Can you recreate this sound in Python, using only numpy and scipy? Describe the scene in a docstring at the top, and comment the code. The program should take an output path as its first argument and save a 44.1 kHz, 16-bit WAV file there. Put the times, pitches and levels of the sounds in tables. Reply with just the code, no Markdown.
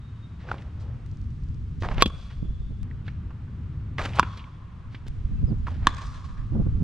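"""Batting practice on an open dirt field: shaped noise makes far traffic, leaves and rumbling wind from the start.
A thin tone and a fading ring come first; then cleats scrape in grains of noise and feet thud as short knocks.
Small clicks follow, and near 2, 4 and 6 s the bat swishes and pings: filters ring at the metal barrel's tones.
Noise tails make the echo after each ping; gliding sine waves sing on, and the last hit returns piecemeal.
Short arched whistles of small birds come shortly before the third hit."""
import sys
import numpy as np
from scipy import signal
from scipy.fft import rfft, irfft, next_fast_len
from scipy.io import wavfile
from scipy.ndimage import uniform_filter1d

SR = 44100
rng = np.random.default_rng(int(sys.argv[2]) if len(sys.argv) > 2 else 0)


def file_out(sig):
    """Save sig as 16-bit WAV at sys.argv[1]."""
    # one column per channel
    cols = np.atleast_2d(sig).T
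    # limit, then scale
    lim = np.clip(cols, -1, 1)
    pcm = np.round(lim * 32767).astype(np.int16)
    wavfile.write(sys.argv[1], SR, pcm)


N = 301203
TIME = np.arange(N) / SR
STEREO_SIDES = np.array([[1], [-1]])


def amp(db):
    """Turns decibels into a gain."""
    return 10 ** (np.asarray(db) / 20)


def unit(x):
    """Scales a sound to an rms (average strength) of 1."""
    return x / np.sqrt(np.mean(x ** 2) + 1e-20)


def read(points, hz):
    """Reads a level between listed points, on a log-frequency axis."""
    f, value = np.transpose(points)
    return np.interp(np.log(hz + 1), np.log(f + 1), value)


def colour(x, gain):
    """Filters a sound by a gain given as a function of frequency."""
    size = next_fast_len(x.shape[-1] + 2048)  # spare room for the filter to ring
    spectrum = rfft(x, size) * gain(np.fft.rfftfreq(size, 1 / SR))
    return irfft(spectrum, size)[..., :x.shape[-1]]


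def hump(f, hz, slope):
    """A broad band around hz; a larger slope makes its skirts steeper."""
    ratio = (f + 1) / hz
    return 2 / (ratio ** slope + ratio ** -slope)


def causal(gain, size=16384):
    """The response to a sudden blow that has this gain curve: it starts at once and rings out."""
    log_gain = np.log(gain(abs(np.fft.fftfreq(size, 1 / SR))) + 1e-5)
    return np.fft.ifft(np.exp(np.conj(signal.hilbert(log_gain)))).real[:size // 2]


def pair(spectrum, apart):
    """Stereo noise of a given spectrum; apart is the size of what the two sides do not share."""
    mid, side = colour(rng.standard_normal((2, N)), lambda f: amp(read(spectrum, f)))
    return unit(mid) + apart * STEREO_SIDES * unit(side)


def add(mix, s, sound):
    """Mixes a sound in at time s, cutting it at the end of the mix."""
    part = mix[..., max(round(s * SR), 0):][..., :sound.shape[-1]]
    part += sound[..., :part.shape[-1]]


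def ports(x, lead_us):
    """Two close microphone ports; the right one hears the sound earlier by lead_us microseconds."""
    def shift(side):
        return colour(x, lambda f: np.exp(1j * np.pi * side * f * lead_us / 10 ** 6))
    return np.array([shift(side) for side in (-1, 1)])


def tail(t60, rise, channels=1):
    """A cloud of reflections in uneven clusters, its first channel of energy 1."""
    flicker_db = 3.2
    t = TIME[:int(1.5 * SR)]
    cloud = rng.standard_normal((channels, len(t))) * amp(-60 * t / t60) * (1 - np.exp(-t / rise))
    clusters = np.minimum(unit(uniform_filter1d(rng.standard_normal(len(t)), size=180)), 2)
    cloud *= amp(flicker_db * clusters)
    return cloud / np.linalg.norm(cloud[0])


# Strength of the breeze. Each row: time in seconds, rumble level in dB, flutter level in dB.
BREEZE = [(0.0, -62.5, -38.5), (0.8, -47, -35.5), (1.75, -36.5, -33), (1.99, -27, -30), (2.201, -42.5, -39),
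          (2.449, -34, -36), (2.67, -34, -37.5), (2.85, -37.5, -32), (3.401, -50, -33), (4.049, -44.5, -32),
          (4.19, -49.5, -29.5), (4.418, -57, -39.5), (5.019, -42.5, -38), (5.478, -23, -28),
          (5.612, -35, -35.5), (5.821, -29.5, -29.5), (6.0, -40.5, -37), (6.36, -32.5, -38),
          (6.561, -28, -31.5), (6.83, -27.5, -22.5)]
# Gusts that break on the microphone. Each row: time of the top in seconds, level in dB,
# seconds from the top to about 0.6 of it.
BREAKING_GUSTS = [(2.426, -34, 0.0057), (2.453, -34.5, 0.011), (2.499, -37.5, 0.014), (2.618, -32, 0.0036),
                  (2.715, -34.5, 0.014), (5.307, -35.5, 0.015), (5.431, -28, 0.011), (5.515, -24, 0.02),
                  (6.57, -20.5, 0.028), (6.606, -21, 0.012), (6.673, -21.5, 0.01), (6.772, -27.5, 0.0028),
                  (6.55, -35, 0.0056), (5.49, -26, 0.0054), (6.82, -22, 0.0092)]
# Colours of the deep rumble, the flutter and the higher buffeting.
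# Each row: frequency in Hz, relative level in dB.
RUMBLE_COLOUR = [(10, -15.5), (25, -1.5), (55, -0.5), (85, -9.5), (130, -20), (250, -24.5), (600, -92)]
FLUTTER_COLOUR = [(30, -10.5), (70, 3), (110, 3), (150, -4.5), (240, -15), (340, -25.5), (500, -36),
                  (1200, -103.5)]
BUFFET_COLOUR = [(30, -21), (100, 9.5), (220, 0), (400, -16), (800, -31), (1500, -45), (4000, -134)]
EDDY_DB, EDDY_S = 4, 0.024  # the rumble's level wanders by chance; more seconds, slower wandering
LUMP_DB, LUMP_S = 2.2, .008  # the same for the lumps within a gust


def slow_wander(seconds):
    """Slow random ups and downs of rms 1: noise with its faster changes removed."""
    return unit(colour(rng.standard_normal(N), lambda f: np.exp(-(f * seconds) ** 2)))


def wind():
    """Eddies rumble at the microphone ports; the strongest gusts break into higher buffeting."""
    s, rumble_db, flutter_db = np.transpose(BREEZE)
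    eddies_db = EDDY_DB * slow_wander(EDDY_S)
    rumble = pair(RUMBLE_COLOUR, apart=0.45) * amp(np.interp(TIME, s, rumble_db) + eddies_db)
    flutter = pair(FLUTTER_COLOUR, apart=0.033) * amp(np.interp(TIME, s, flutter_db))
    gusts = sum(amp(db) * np.exp(-.5 * ((TIME - at) / half) ** 2) for at, db, half in BREAKING_GUSTS)
    gusts *= amp(LUMP_DB * slow_wander(LUMP_S))
    # the late breeze comes from the right
    lean_db = np.interp(TIME, [5.0, 5.2], [-.3, .8]) * -STEREO_SIDES
    buffeting = gusts * pair(BUFFET_COLOUR, apart=0.64) * amp([[-5], [2]])
    return (rumble + flutter) * amp(lean_db) + buffeting


# Stretches of steady background. Each row: start in seconds, level in dB, treble lift of the leaves in dB.
STRETCHES = [(0, -58, 8), (1.063, -61.5, 13), (2.8314, -56.5, 5.5), (5.083, -57.5, 10.5)]
# Colour of the background air. Each row: frequency in Hz, relative level in dB.
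AIR_COLOUR = [(100, 14), (400, 2.5), (750, 1.5), (1200, 5.5), (1800, -1), (3200, -9), (5000, -20.5),
              (8000, -30), (10000, -34), (12000, -51), (16000, -60)]


def hush():
    """Far traffic and leaves: soft noise, steady within each stretch, with a varying treble lift."""
    s, db, lift_db = np.transpose(STRETCHES)
    stretch = np.searchsorted(s[1:], TIME)
    air = pair(AIR_COLOUR, apart=0.51)
    leaves = colour(air, lambda f: np.clip(hump(f, hz=6750, slope=2.7), 0, 1))
    return amp(db)[stretch] * (air + leaves * (amp(lift_db)[stretch] - 1))


# A thin tone comes and goes. Each row: start in seconds, length in seconds, level in dB, pitch in Hz.
THIN_TONES = [(0.0, 0.13, -73.5, 3735), (0.103, 0.32, -77, 3750), (0.218, 0.05, -64, 3710),
              (2.56, 0.18, -74.5, 3660), (2.801, 0.034, -70, 3640)]
WHINE_WAVER = .0025  # share of the pitch


def whines():
    """A thin sine tone swells and fades, its pitch wavering a little."""
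    out = np.zeros(N)
    for s, length, db, hz in THIN_TONES:
        waver = unit(uniform_filter1d(rng.standard_normal(SR), size=200))[:int(length * SR)]
        tone = np.sin(2 * np.pi * np.cumsum(hz * (1 + WHINE_WAVER * waver)) / SR)
        add(out, s, amp(db) * unit(tone * signal.windows.tukey(len(tone), .5)))
    return out


# Barrel tones that hang in the air; the first pair sounds from the start, the others after each hit.
# Each row: start in seconds, low tone's level in dB, its pitch in Hz, its relative width, high tone's level
# in dB, its pitch in Hz, its relative width, its time to fall 60 dB in seconds.
HANGING_TONES = [(0, -71, 1130, 110, -72, 3700, 110, 1.5),
                 (2.024, -69.5, 1130, 104.6, -56.5, 3410, 70, 2.37),
                 (4.201, -51, 1072, 105, -56.5, 3340, 131, 1.07),
                 (5.875, -49, 1160, 115, -52, 3430, 148.5, 1.04)]
LOW_RING_T60_S = 2.9


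def ring_tones():
    """Lists low and high tones, each pair lasting until the next background stretch begins."""
    ends = [s for s, *_ in STRETCHES[1:]] + [N / SR]
    for row, end in zip(HANGING_TONES, ends):
        start, low_db, low_hz, low_width, high_db, high_hz, high_width, high_t60 = row
        yield start, end, low_hz, low_width, low_db, LOW_RING_T60_S
        yield start, end, high_hz, high_width, high_db, high_t60


def rings():
    """The barrel's longest tones, narrow noise, flutter as the bat swings and the field throws them back."""
    out = np.zeros((2, N))
    for start, end, hz, width, db, t60 in ring_tones():
        t = TIME[:int((end - start) * SR)]
        noise = rng.standard_normal((2, 2 * SR))
        mid, side = colour(noise, lambda f: 1 / (1 + ((f - hz) / (1.1 * width)) ** 2))
        tone = (unit(mid) + 0.56 * STEREO_SIDES * unit(side))[:, :len(t)]
        flutter_db = 2.0 * unit(uniform_filter1d(rng.standard_normal(2 * SR), size=2000))[:len(t)]
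        level = amp(db + flutter_db - 60 * t / t60)
        add(out, start, tone * level * signal.windows.tukey(len(t), .04))
    return out


# Small shuffles of the feet, sprays of sand and a brief noisy click near 5.08 s.
# Each row: time of the top in seconds, level in dB, length in seconds, centre in Hz.
SHUFFLES_AND_SPRAYS = [(0.421, -55, 0.076, 1510), (0.49, -51.5, 0.056, 1610), (0.501, -45, 0.16, 450),
                       (0.811, -61.5, 0.039, 5400), (0.854, -55.5, 0.25, 485), (1.81, -54.5, 0.02, 4500),
                       (1.916, -33, 0.018, 642), (2.077, -49, .008, 6900), (2.31, -49.5, 0.028, 1600),
                       (3.075, -57.5, 0.066, 2160), (4.06, -57.5, 0.11, 7500), (4.092, -49.5, .04, 1810),
                       (4.161, -48.5, 0.023, 7600), (4.338, -57.5, 0.12, 3320), (4.934, -57.5, 0.073, 2300),
                       (5.079, -50.5, 0.0083, 3580), (6.25, -54, 0.026, 4550)]
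# The batter's steps, toe first and then heel. Each row: time in seconds, crunch level in dB,
# sole level in dB, slide in seconds, heel delay in seconds, heel crunch level in dB.
BATTER_STEPS = [(0.493, -52.5, -59, 0.091, 0.12, -58), (1.826, -45, -34, 0.059, 0.11, -51),
                (3.9822, -35, -32.5, 0.051, 0.066, -37.5), (5.664, -49.5, -46, 0.078, 0.078, -61)]
# One swing for each hit. Each row: swish level in dB, swish centre in Hz, its rise in seconds, level in dB of
# a second rush of air around the bat, rush centre in Hz, seconds from the hit until the feet pivot,
# pivot level in dB, pivot centre in Hz.
BAT_SWINGS = [(-29, 2800, 0.01, -34, 870, 0.17, -57.5, 3500),
              (-42.5, 2300, 0.051, -37, 620, 0.036, -57.5, 3100),
              (-44, 610, 0.0083, -46, 940, 0.17, -54.5, 4900)]
SWISH_LEAD_S = 0.0057  # swish and rush peak just before the ball is struck
SWISH_FALL_S, SWISH_GRAIN = 0.0038, 0.053  # nearly smooth, and falls off fast
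SHUFFLE_RISE_SHARE, SHUFFLE_GRAIN = 0.32, 0.3
# kinds of stroke: (rise s, fall s, graininess 0-1)
RUSH, PIVOT, HEEL_DRAG = (0.046, 0.0079, 0.34), (0.043, 0.15, 0.42), (0.024, 0.00643, 1)
PLANT_RISE_S, PLANT_GRAIN = .011, .85
BITE_S, SOLE_LAG_S = .011, 0.014  # when the cleats bite and the sole lands
CRUNCH_HZ, SOLE_HZ, HEEL_HZ = 1450, 540, 1920


def strokes():
    """Lists each rub, rush of air or noisy click: (s of the top, dB, Hz, rise s, fall s, graininess)."""
    rows = []
    for s, db, length, hz in SHUFFLES_AND_SPRAYS:
        rise, fall = SHUFFLE_RISE_SHARE * length, (1 - SHUFFLE_RISE_SHARE) * length
        rows.append((s, db, hz, rise, fall, SHUFFLE_GRAIN))
    for s, crunch_db, sole_db, slide, heel_delay, heel_db in BATTER_STEPS:
        rows += [(s + BITE_S, crunch_db, CRUNCH_HZ, PLANT_RISE_S, slide, PLANT_GRAIN),
                 (s + SOLE_LAG_S, sole_db, SOLE_HZ, PLANT_RISE_S, slide, PLANT_GRAIN),
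                 (s + heel_delay + BITE_S, heel_db, HEEL_HZ, *HEEL_DRAG)]
    for (s, *_), swing in zip(BAT_HITS, BAT_SWINGS):
        swish_db, swish_hz, rise, rush_db, rush_hz, pivot_lag, pivot_db, pivot_hz = swing
        rows += [(s - SWISH_LEAD_S, swish_db, swish_hz, rise, SWISH_FALL_S, SWISH_GRAIN),
                 (s - SWISH_LEAD_S, rush_db, rush_hz, *RUSH),
                 (s + pivot_lag, pivot_db, pivot_hz, *PIVOT)]
    return rows


GRAINS_PER_S, GRAIN_SPREAD_DB, CLUMP_DB = 5000, 4.0, 3.6


def scrapes():
    """Sand grains break loose in clumps under a sliding shoe; a swish of air is the smoother case."""
    out, t = np.zeros(N), np.arange(-SR // 2, SR // 2) / SR
    for s, db, hz, rise, fall, grainy in strokes():
        smooth, sizes, clumps = rng.standard_normal((3, len(t)))
        spread = amp(GRAIN_SPREAD_DB * np.minimum(rng.exponential(1, len(t)), 3))
        loosened = rng.random(len(t)) < GRAINS_PER_S / SR
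        grains = sizes * spread * loosened
        grainy = np.clip(grainy, 0, 1)
        drive = np.sqrt(1 - grainy) * smooth + np.sqrt(grainy) * unit(grains)
        clumping = np.minimum(unit(uniform_filter1d(clumps, size=170)), 1.5)
        drive *= amp(CLUMP_DB * grainy * clumping)
        top_hz = max(4300 + 4000 * grainy, 0.42 * hz)  # hard grains reach higher than moving air
        rub = unit(colour(drive, lambda f: hump(f, hz, slope=1.86) / np.sqrt(1 + (f / top_hz) ** 6)))
        # swells to its top, then dies away
        stroke = np.exp(-np.where(t < 0, (t / rise) ** 2, t / fall))
        start = max(SR // 2 - round(s * SR), 0)  # skip what would fall before time zero
        add(out, s - .5, (amp(db) * rub * stroke)[start:])
    return out


# Short knocks: thuds of toe, heel, glove and clods of dirt, and a faint click near 5.07 s.
# Each row: time in seconds, level in dB, body pitch in Hz, steepness of its skirts,
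# seconds for the crumble to fall 60 dB, low thump in dB against the row's level.
SHORT_KNOCKS = [(0.4883, -26.5, 1470, 5.7, 0.025, -18), (0.514, -22, 2410, 3.9, 0.011, -15),
                (0.5137, -19, 1390, 14, 0.016, -3), (0.5151, -16, 725, 2.8, 0.022, -11),
                (.5295, -43, 2900, 2.6, 0.01, -15), (0.542, -23, 1060, 4.6, 0.025, 1),
                (.581, -42, 2200, 2.5, 0.076, -12), (1.8228, -23, 1690, 1.4, 0.015, 9.5),
                (1.8426, -21.5, 1290, 6.5, 0.068, -10), (1.888, -5, 930, 2.1, 0.0033, -36),
                (1.9151, -27, 990, 2.5, 0.019, 9), (1.922, -38, 890, 2.8, .012, -20),
                (1.981, -19, 2160, 2.9, 0.015, 5), (2.9115, -33, 1820, 6.9, 0.016, -25),
                (3.0796, -28.5, 1720, 3.2, 0.043, 3), (3.305, -39, 1050, 3.3, 0.05, -11),
                (3.9836, -15.5, 1500, 2.9, 0.028, -11.5), (3.9924, -15.5, 1200, 4.7, 0.05, -2),
                (4.015, -24, 1300, 1.7, 0.027, 3), (4.0228, -33, 2200, 1.8, .02, -12),
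                (4.051, -18, 1280, 2.7, 0.021, -2.5), (4.058, -21.5, 1200, 2.5, 0.053, 8),
                (4.091, -31.5, 1800, 2, 0.022, -8), (4.134, -28.5, 2150, 3.4, 0.028, -13),
                (4.187, -10.5, 1030, 2.4, 0.027, -36), (4.373, -34.5, 2300, 0.31, 0.06, 0),
                (4.393, -36.5, 2560, 4.4, 0.074, -19), (4.441, -35, 2380, 5.3, 0.015, -14),
                (4.946, -32, 2200, 3, 0.05, 3), (5.0663, -41.5, 2540, 0.62, 0.045, 14.5),
                (5.669, -24, 1220, 3.9, 0.055, -7), (5.682, -20.5, 985, 7, 0.014, -3)]
GRIT_DB = -24  # spray of grit against the crumbling body
TAUT_STEEPNESS = 8
SOFT_HZ = 4140  # soft things make little sound above this


def knocks():
    """Soft things ring little: a broad knock that crumbles away, a low push and a spray of grit."""
    out, t = np.zeros(N), TIME[:SR // 6]
    for s, db, hz, steep, t60, thump_db in SHORT_KNOCKS:
        body, grit = rng.standard_normal((2, len(t)))
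        fade = amp(-60 * t / t60) * (1 - np.exp(-t / 0.0004))
        shape = lambda f: hump(f, hz, steep) / np.sqrt(1 + (f / SOFT_HZ) ** 8)
        knock = causal(shape)[:len(t)]
        knock = knock / abs(knock).max()
        body = fade * colour(body, lambda f: shape(f) ** 0.84)
        grit = fade * colour(grit, lambda f: hump(f, hz=3420, slope=3.0))
        crumble = (unit(body) + amp(GRIT_DB) * unit(grit)) * np.sqrt(np.mean(fade ** 2))
        thump = np.sin(2 * np.pi * 280 * t) * np.exp(-t / 0.00087)
        # dirt crumbles; taut leather gives one clean, pitched knock
        loose = 1 / (1 + (steep / TAUT_STEEPNESS) ** 4)
        whole = (1 - 0.66 * loose) * knock + 0.49 * loose * crumble + amp(thump_db) * thump
        add(out, s, amp(db) * whole)
    return out


# A faint uneven ticking. Each row: time in seconds, peak level in dB.
FAINT_TICKS = [(1.1149, -47), (1.1722, -49), (1.2156, -47.5), (1.2431, -57), (1.3054, -52), (1.4366, -49),
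               (1.4875, -50), (1.5454, -49.5)]
# A small click as each new background stretch begins. Each row: peak level in dB, centre in Hz.
STRETCH_CLICKS = [(-41, 2400), (-32, 300), (-28, 270)]
TICK_HZ = 5000


def clicks():
    """Single sharp ticks: one as each new stretch begins, and a short uneven train."""
    out = np.zeros(N)
    train = [(s, db, TICK_HZ) for s, db in FAINT_TICKS]
    starts = [(s, db, hz) for (s, *_), (db, hz) in zip(STRETCHES[1:], STRETCH_CLICKS)]
    for s, db, hz in train + starts:
        slope = 0.5 + (hz / 3300) ** 3  # higher ticks are more pitched
        tick = causal(lambda f: hump(f, hz, slope) / np.sqrt(1 + (f / 9000) ** 4))
        add(out, s, amp(db) * tick / abs(tick).max())
    return out


# Tones (modes) of the bat; where the ball meets the barrel sets their strength. Each row: pitch in Hz,
# width in Hz before the hit's damping factor, then strength in dB in the first, second and third hit.
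BAT_TONES = [(183.6, 110, 20, 24.5, 30), (450, 400, 26, 16, 19), (730, 140, 18, -4.5, -23),
             (992, 75, 14.5, 31, 24.5), (1108, 84, 30.5, 28.5, 39), (1157, 70, 22, 10.5, -3),
             (1290, 330, 22, 29, 18), (1540, 190, 12.5, 16, 12.5), (1700, 170, 7.5, 2.5, 29.5),
             (2590, 660, 23, 18.5, 21), (3180, 200, 22.5, 8.5, 21), (3365, 45, 23.5, 2, 10),
             (3495, 36, 17.5, 13, 23.5), (3950, 550, 22.5, 5, 23), (4650, 160, 19, 7.5, -0.5),
             (6000, 1500, -3, -2, 6), (12010, 9100, -2, -28.5, -51)]


def barrel(f, hit, damping):
    """Gain of the bat's modes in one hit; the ball's contact time rounds off the very top."""
    modes = 0
    for hz, width, *dbs in BAT_TONES:
        modes = modes + amp(dbs[hit]) / (1 + (2 * (f - hz) / (width * damping)) ** 2)
    return modes / np.sqrt(1 + (f / 12500) ** 8)


# Bat on ball. Each row: time in seconds, ping gain in dB, damping factor, rattle gain in dB,
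# crack level in dB, field echo gain in dB, seconds for the echo to fall 60 dB,
# lead of the right microphone port in microseconds.
BAT_HITS = [(2.023, 5.5, 0.99, -19.5, -21.5, -35, 1.3, 66),
            (4.1958, 1.5, 1.24, -20, -28.5, -29.5, 0.82, 35), (5.8705, -3, 1.59, -17.5, -30, -27, 1.2, 35)]
# Colour of the field echo. Each row: frequency in Hz, gain in dB.
ECHO_COLOUR = [(100, -5), (600, 3), (1100, 1.5), (1700, 1), (2300, 1), (3400, -9), (5200, 0.5), (9000, 5),
               (14000, -34.5)]
CRACK_T60_S, CRACK_HZ = 0.028, 5200  # the ball's cover crushing against the barrel
ECHO_DELAY_S = .028


def bat():
    """Hits crack and ring the barrel's modes; backstop, fences and trees send them back."""
    direct, echo, blows = np.zeros((2, N)), np.zeros((2, N)), []
    for k, (s, db, damping, rattle_db, crack_db, echo_db, t60, lead_us) in enumerate(BAT_HITS):
        ping = amp(db) * causal(lambda f: barrel(f, k, damping))
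        crack = unit(colour(rng.standard_normal(len(ping)), lambda f: hump(f, CRACK_HZ, slope=5.5)))
        crack *= amp(crack_db - 60 * TIME[:len(ping)] / CRACK_T60_S)
        add(direct, s, ports(ping + crack, lead_us))
        # the ground and the players scatter the ping into a short rattle
        rattle = signal.fftconvolve(ping, tail(t60=0.041, rise=0.000081)[0])[:len(ping)]
        add(direct, s + 0.0025, ports(amp(rattle_db) * rattle, lead_us))
        blows.append((s, ping + crack + 1.2 * rattle, lead_us))
        far = signal.fftconvolve(ping[None], tail(t60, rise=0.00887, channels=2), axes=1)
        add(echo, s + ECHO_DELAY_S, amp(echo_db) * (1.1 * far + 0.59 * far[::-1]))
    echo += returns(s, ping)  # of the last hit only
    return direct + backstop(blows), colour(echo, lambda f: amp(read(ECHO_COLOUR, f)))


# The barrel sings on as it swings away. Each row: start in seconds, level in dB before the fade,
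# pitch in Hz, glide in Hz per second, seconds to fall 60 dB.
SINGING_TONES = [(2.027, -51, 3380, -120, 0.46), (4.201, -51.5, 1104, -500, .3),
                 (4.201, -60.5, 3440, -500, 0.49), (5.874, -44, 1135, -150, 0.22)]


def singing():
    """The barrel's clean tones die away and slide in pitch with the follow-through."""
    out, t = np.zeros(N), TIME[:SR // 2]
    for s, db, hz, glide, t60 in SINGING_TONES:
        tone = unit(np.sin(2 * np.pi * np.cumsum(hz + glide * t) / SR))
        add(out, s, tone * amp(db - 60 * t / t60))
    return out


# The backstop slaps the first two hits back. Each row: delay in seconds, gain in dB.
BACKSTOP_SLAPS = [(.0366, -20), (.034, -16)]
# Colour of that reflection. Each row: frequency in Hz, gain in dB for the first hit, for the second.
SLAP_COLOUR = [(99.4, 1.5, 6.5), (277, 12.5, 4.5), (524, -9, -1.5), (1100, -15, -10.5), (1700, -9.5, -2.5),
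               (2710, -6, -5.5), (3340, 5.5, -10), (4150, -13, -7), (5380, -3.5, -19), (9070, -3.5, -5),
               (14000, -21.5, -27.5)]


def backstop(blows):
    """One short, coloured reflection of each of the first two hits."""
    out = np.zeros((2, N))
    for k, ((s, blow, lead_us), (delay, db)) in enumerate(zip(blows, BACKSTOP_SLAPS)):
        spectrum = [(hz, dbs[k]) for hz, *dbs in SLAP_COLOUR]
        slap = signal.fftconvolve(blow, causal(lambda f: amp(read(spectrum, f))))
        add(out, s + delay, ports(amp(db) * slap, lead_us))
    return out


# Bird notes. Each row: start in seconds, length in seconds, level in dB, top pitch in Hz,
# depth of the pitch arch as a share of the pitch.
BIRD_NOTES = [(5.365, .03, -68, 2650, .08), (5.467, .05, -67.5, 5120, .42), (5.578, .016, -75, 7150, .016)]


def birds():
    """Thin whistles: sine tones whose pitch arches and wavers slightly."""
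    out = np.zeros(N)
    for s, length, db, hz, fall in BIRD_NOTES:
        u = np.linspace(0, 1, int(length * SR))  # 0 at the note's start, 1 at its end
        waver = unit(uniform_filter1d(rng.standard_normal(SR), size=120))[:len(u)]
        pitch = hz * (1 - fall * ((u - .28) / 0.91) ** 2 + 0.008 * waver)
        swell = abs(np.sin(np.pi * u)) ** .5
        add(out, s, amp(db) * unit(np.sin(2 * np.pi * np.cumsum(pitch) / SR) * swell))
    return out


# Separate returns of the last hit from fences and trees. Each row: delay in seconds, gain in dB,
# seconds for the smear to fall 60 dB, treble lift in dB.
FIELD_RETURNS = [(0.014, -25, 0.13, 2.5), (.066, -39, 0.022, 6), (0.075, -40, 0.01, 16),
                 (0.094, -33.5, 0.025, 8), (0.108, -29.5, 0.12, 5.5), (0.137, -30, 0.18, 5),
                 (0.197, -45.5, 0.0057, 12), (.268, -32.5, 0.2, 5), (0.371, -39, 0.095, -2),
                 (0.416, -38, 0.22, 3), (.5, -36.5, 0.25, -5)]
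RETURN_TREBLE_HZ = 3000


def returns(s, ping):
    """Fences send a ping back short and bright, trees smeared and dull."""
    out = np.zeros((2, N))
    for delay, db, t60, treble_db in FIELD_RETURNS:
        smear = tail(t60, rise=0.0024, channels=2)[:, :SR // 4]
        far = signal.fftconvolve(ping[None], smear, axes=1)
        far = colour(far, lambda f: amp(db + treble_db * f ** 4 / (f ** 4 + RETURN_TREBLE_HZ ** 4)))
        add(out, s + delay, .8 * far + 0.3 * far[::-1])
    return out


NEAR_LEAD_US = 26.6  # these sounds reach the right port first (microseconds)


def scene():
    """Mixes the hits and smaller sounds with the echo, hanging rings, wind and hush."""
    pings, echo = bat()
    small_sounds = knocks() + scrapes() + clicks() + birds() + singing() + whines()
    near = pings + ports(small_sounds, NEAR_LEAD_US)
    return near * amp([[-.4], [.5]]) + echo + rings() + wind() + hush()


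DUCK_ABOVE_DB, DUCK_SHARE = -22, 0.075  # threshold, and the share of the excess taken off
DUCK_SMOOTH_S, RECOVER_DB_PER_S = 0.15, 7  # smoothing of the gain; how fast the remembered peak sinks


def gain_control(x):
    """Loud sounds turn the gain down a little; it sinks slowly and creeps back."""
    power_db = 10 * np.log10(abs(uniform_filter1d((x ** 2).mean(0), size=220)) + 1e-12)
    recovery = RECOVER_DB_PER_S * TIME
    held_db = np.maximum.accumulate(power_db + recovery) - recovery
    over_db = np.maximum(held_db - DUCK_ABOVE_DB, 0)
    keep = np.exp(-1 / (DUCK_SMOOTH_S * SR))
    return x * amp(-DUCK_SHARE * signal.lfilter([1 - keep], [1, -keep], over_db))


CEILING = .95  # full scale is 1
EDGE_HZ = 15300


def record(dry):
    """Gain control; the loudest peaks flatten softly near full scale; then the band limit."""
    ducked = gain_control(dry)
    limited = ducked / (1 + (ducked / CEILING) ** 6) ** (1 / 6)
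    lowpass = signal.firwin(511, EDGE_HZ, window=("kaiser", 9), fs=SR)
    return signal.oaconvolve(limited, lowpass[None], "same")


dry = scene()
out = record(dry)
file_out(out)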